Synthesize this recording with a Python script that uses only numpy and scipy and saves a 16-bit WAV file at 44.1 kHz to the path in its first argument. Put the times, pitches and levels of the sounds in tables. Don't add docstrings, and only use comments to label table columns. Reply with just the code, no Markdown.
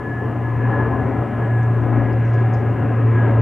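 import sys
import numpy as np
from scipy import signal
from scipy.fft import rfft, irfft
from scipy.io import wavfile

SR = 44100
rng = np.random.default_rng(int(sys.argv[2]) if len(sys.argv) > 2 else 0)


def ratio(d):
    e = np.asarray(d, float) / 20
    return 10 ** e


def transcribe(u):
    v = np.clip(np.atleast_2d(u).T, -1, 1)
    q = np.round(v * 32767).astype(np.int16)
    wavfile.write(sys.argv[1], SR, q)


N = 150381

# f/Hz, density level/dB
HISS_SPECTRUM = [(3000, 0), (4500, -1.5), (6500, 0.5), (9000, -3.5), (13000, -5), (15500, -9)]
# f/Hz, share/1
HISS_LIKENESS = [(4500, 1), (5200, 0.44), (6200, .15), (10000, .35), (13500, .7), (15500, .92)]
# t/s, level/dB, centre f/Hz, length/s, ringing share/1
CLOTH_RUSTLES = [(.745, -79.5, 4100, .012, 1.5), (1.629, -63, 5900, .004, .5), (1.816, -71, 5960, .003, .3),
                 (1.836, -69, 5000, .003, .2), (2.042, -72, 5120, .004, .8),
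                 (2.127, -67.5, 5000, .007, 1.3), (2.251, -68, 6000, .004, 1.7),
                 (2.263, -71, 5600, .055, .4), (2.331, -63, 5700, .022, .2), (2.36, -70, 5040, .07, .3),
                 (2.533, -62, 6350, .014, 1.1), (2.537, -62, 5140, .016, 1.2),
                 (2.56, -70.5, 5700, .055, 0.35)]
# t/s, f/Hz, level/dB
BIRD_NOTE = [
    (1.12, 8210, -95),
    (1.14, 8190, -80),
    (1.34, 8010, -81),
    (1.4, 7960, -84),
    (1.43, 7910, -76),
    (1.62, 7740, -77),
    (1.86, 7670, -82),
    (1.99, 7670, -85),
    (2.02, 7670, -97),
]
# t/s, level/dB, extra treble/dB
ROAR_SWELL = [(0, -29.5, 1.5), (.14, -31, 2.2), (.3, -27, -0.5), (.52, -28.5, 1), (.75, -22, -0.5),
              (.95, -23.5, -1.6), (1.19, -25, -2), (1.3, -27.5, 0.4), (1.45, -25, -0.7), (1.65, -28.5, 2.5),
              (1.97, -23, -1.1), (2.2, -27.5, 3.5), (2.45, -27, 1), (2.6, -26.5, 0.2), (2.9, -25.5, -0.5),
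              (3.05, -27.5, 2.5), (3.3, -23, 3), (3.41, -24.5, .6)]
# f/Hz, density level/dB
ROAR_SPECTRUM = [(28, -22), (55, -7), (90, 0), (180, -4), (260, -2), (430, -3), (1500, -22), (3000, -35.5)]
# f/Hz, width/Hz, boost/dB
GROUND_HUMPS = [(84, 11, 4), (129, 32, 6), (230, 40, 2), (272.8, 14, 5), (488.4, 32, -10), (563, 18, 2.5),
                (630, 35, -5.5), (741, 71, 5.5), (1022.5, 61, 9), (1270, 70, 5), (1880, 810, 5.5),
                (2800, 120, 4.5)]
# t/s, level/dB
WHINE_SWELL = [(0, -38), (.22, -34), (.3, -41), (.42, -46), (.46, -35), (.6, -37), (.8, -31), (.9, -39),
               (1.38, -41), (1.55, -36), (1.8, -43), (1.97, -39), (2.31, -43), (2.39, -35), (2.47, -43),
               (3.11, -42), (3.19, -30.5), (3.41, -41)]
# t/s, level/dB, lean to the left/dB (only its size counts, not its sign)
BLADE_SWELL = [(0, -36, 0), (.14, -25, -0.5), (.5, -23.5, 3), (.8, -18.5, 1.5), (1.0, -23, 2.5),
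               (1.3, -24.5, 1), (1.5, -19.5, 0), (1.68, -16.5, 0.8), (1.85, -19, -5.5), (2.05, -18, -4),
               (2.23, -15.5, -0.1), (2.5, -15.5, .5), (2.65, -18.5, 1.3), (2.8, -22, 1.1), (2.92, -20, 0.2),
               (3.05, -13.5, -0.6), (3.25, -14.5, 0), (3.41, -14, 0.3)]
# f/Hz, difference/dB
LEFT_LEAN = [(60, .9), (120, .45), (170, .8), (230, 5.3), (460, 6.3), (640, 3.8), (1200, 3.1), (2400, .9)]

SIDES = np.array([[.5], [-.5]])


def rms_one(x):
    return x / np.sqrt(np.mean(x ** 2) + 1e-20)


def in_time(rows):
    s, *columns = np.transpose(rows)
    return [np.interp(np.arange(N) / SR, s, c) for c in columns]


def at_hz(points, hz):
    table_hz, values = np.array(points).T
    return np.interp(np.log(hz + 1), np.log(table_hz), values)


def colour(x, gain):
    return irfft(rfft(x) * gain(np.fft.rfftfreq(N, 1 / SR)), N)


def drift(rate):
    r = np.exp(-80 * np.pi * rate / SR)
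    slow = signal.lfilter([1], [1, -2 * r, r * r], rng.standard_normal(N // 40 + 2002))[2000:]
    return np.interp(np.arange(N) / 40, np.arange(len(slow)), rms_one(slow - slow.mean()))


def bandpass(x, order, low, high):
    return signal.sosfilt(signal.butter(order, [low, high], "band", fs=SR, output="sos"), x)


def doppler_phase(hz):
    sag_per_s = .01013
    t = np.arange(N) / SR
    return 2 * np.pi * hz * (t - sag_per_s * t ** 2 / 2)


def microphone_hiss():
    level_db = -64.5
    mid, side = rng.standard_normal((2, N))
    alike = lambda hz: np.clip(at_hz(HISS_LIKENESS, hz), 0, 1)
    mid = colour(mid, lambda hz: ratio(at_hz(HISS_SPECTRUM, hz)) * np.sqrt(1 + alike(hz)))
    side = colour(side, lambda hz: ratio(at_hz(HISS_SPECTRUM, hz)) * np.sqrt(1 - alike(hz)))
    return ratio(level_db) * rms_one(mid + side * [[1], [-1]])


def rustles():
    relative_width, ring_hz, attack_s, tail_s = 0.19, 200, .0015, .005
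    out = np.zeros(N)
    t = np.arange(SR // 8) / SR
    for s, db, hz, length, share in CLOTH_RUSTLES:
        grit = rng.standard_normal(len(t)) * ratio(3.0 * rng.standard_normal(len(t)))
        half_width = relative_width * hz
        broad = rms_one(bandpass(grit, 3, hz - half_width, hz + half_width))
        ringing = rms_one(bandpass(grit, 3, hz - ring_hz, hz + ring_hz))
        shape = np.minimum(t / attack_s, 1) * np.exp(-np.maximum(t - length, 0) / tail_s)
        i = int(s * SR)
        out[i:i + len(t)] += ratio(db) * shape * (broad + share * ringing)
    return out


def bird():
    flutter_db, tremor_hz = 1.5, 12
    hz, db = in_time(BIRD_NOTE)
    t = np.arange(N) / SR
    sings = (t > BIRD_NOTE[0][0]) & (t < BIRD_NOTE[-1][0])
    phase = 2 * np.pi * np.cumsum(hz + tremor_hz * drift(30)) / SR
    return sings * np.sqrt(2) * ratio(db + flutter_db * drift(25)) * np.sin(phase)


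def roar():
    patchy_db, shared_db, air_cut_hz = 1.58, -0.13, 2900
    rumble_hz, rumble_follows = 170, 0.64
    level_db, treble_db = in_time(ROAR_SWELL)
    run_in = SR // 2
    white = rng.standard_normal((3, N + run_in))
    together = drift(2.5)
    edges = 22 * 2 ** (np.arange(42) / 5)
    common = 0
    for k, (low, high) in enumerate(zip(edges, edges[1:])):
        band = bandpass(white[k % 2], 2, low, high)[run_in:]
        tilt = np.clip(np.log2(low / 1000), 0, 1) * treble_db
        tilt += (low < rumble_hz) * (rumble_follows - 1) * (level_db - level_db.mean())
        common = common + ratio(shared_db * together + patchy_db * drift(2.2) + tilt) * band

    def path_gain(hz):
        humps = sum(db / (1 + (2 * (hz - at) / width) ** 2) for at, width, db in GROUND_HUMPS)
        return ratio(at_hz(ROAR_SPECTRUM, hz) + humps) / np.sqrt(1 + (hz / air_cut_hz) ** 14)

    out = colour(np.array([common, white[2, run_in:]]), path_gain)
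    return ratio(level_db + 2.42) * out / np.std(out, axis=1, keepdims=True)


def turbines():
    whine_hz, wander_rad, twinkle = 1708, 1.5, .38
    phase = doppler_phase(whine_hz) + wander_rad * drift(9)
    whine = (1 + twinkle * drift(22)) * np.sin(phase)
    return ratio(in_time(WHINE_SWELL)[0]) * rms_one(whine)


def propellers():
    blade_hz, wander_rad, flutter_db, overtone_db = 118.5, 0.05, 1.06, -22.5
    phase = doppler_phase(blade_hz) + wander_rad * drift(0.58)
    overtone_gain = ratio(overtone_db - 2.5 + 2.5 * drift(7)) * np.array([[1.3], [.7]])
    tone = np.sin(phase) + overtone_gain * np.sin(2 * phase + drift(3.3))
    level_db, pan_db = in_time(BLADE_SWELL)
    gain_db = level_db + flutter_db * drift(8.2) + np.abs(pan_db) * SIDES
    return np.sqrt(2) * ratio(gain_db) * tone


def scene():
    bird_pan_db, rustle_pan_db, stray_db = 1.5, 3, -23
    near = ratio(SIDES * rustle_pan_db) * rustles() + ratio(SIDES * bird_pan_db) * bird()
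    noise, stray = roar()
    aircraft = colour(turbines() + noise, lambda hz: ratio(SIDES * at_hz(LEFT_LEAN, hz))) + propellers()
    return near + aircraft + 2 * SIDES * ratio(stray_db) * stray


def top_cut(x):
    return signal.sosfilt(signal.butter(12, 15750, fs=SR, output="sos"), x)


def record(dry):
    fade_out_s = .002
    fade = np.minimum(np.arange(N, 0, -1) / (fade_out_s * SR) + .2, 1)
    mix = fade * dry + microphone_hiss()
    return top_cut(mix)


dry = scene()
out = record(dry)
transcribe(out)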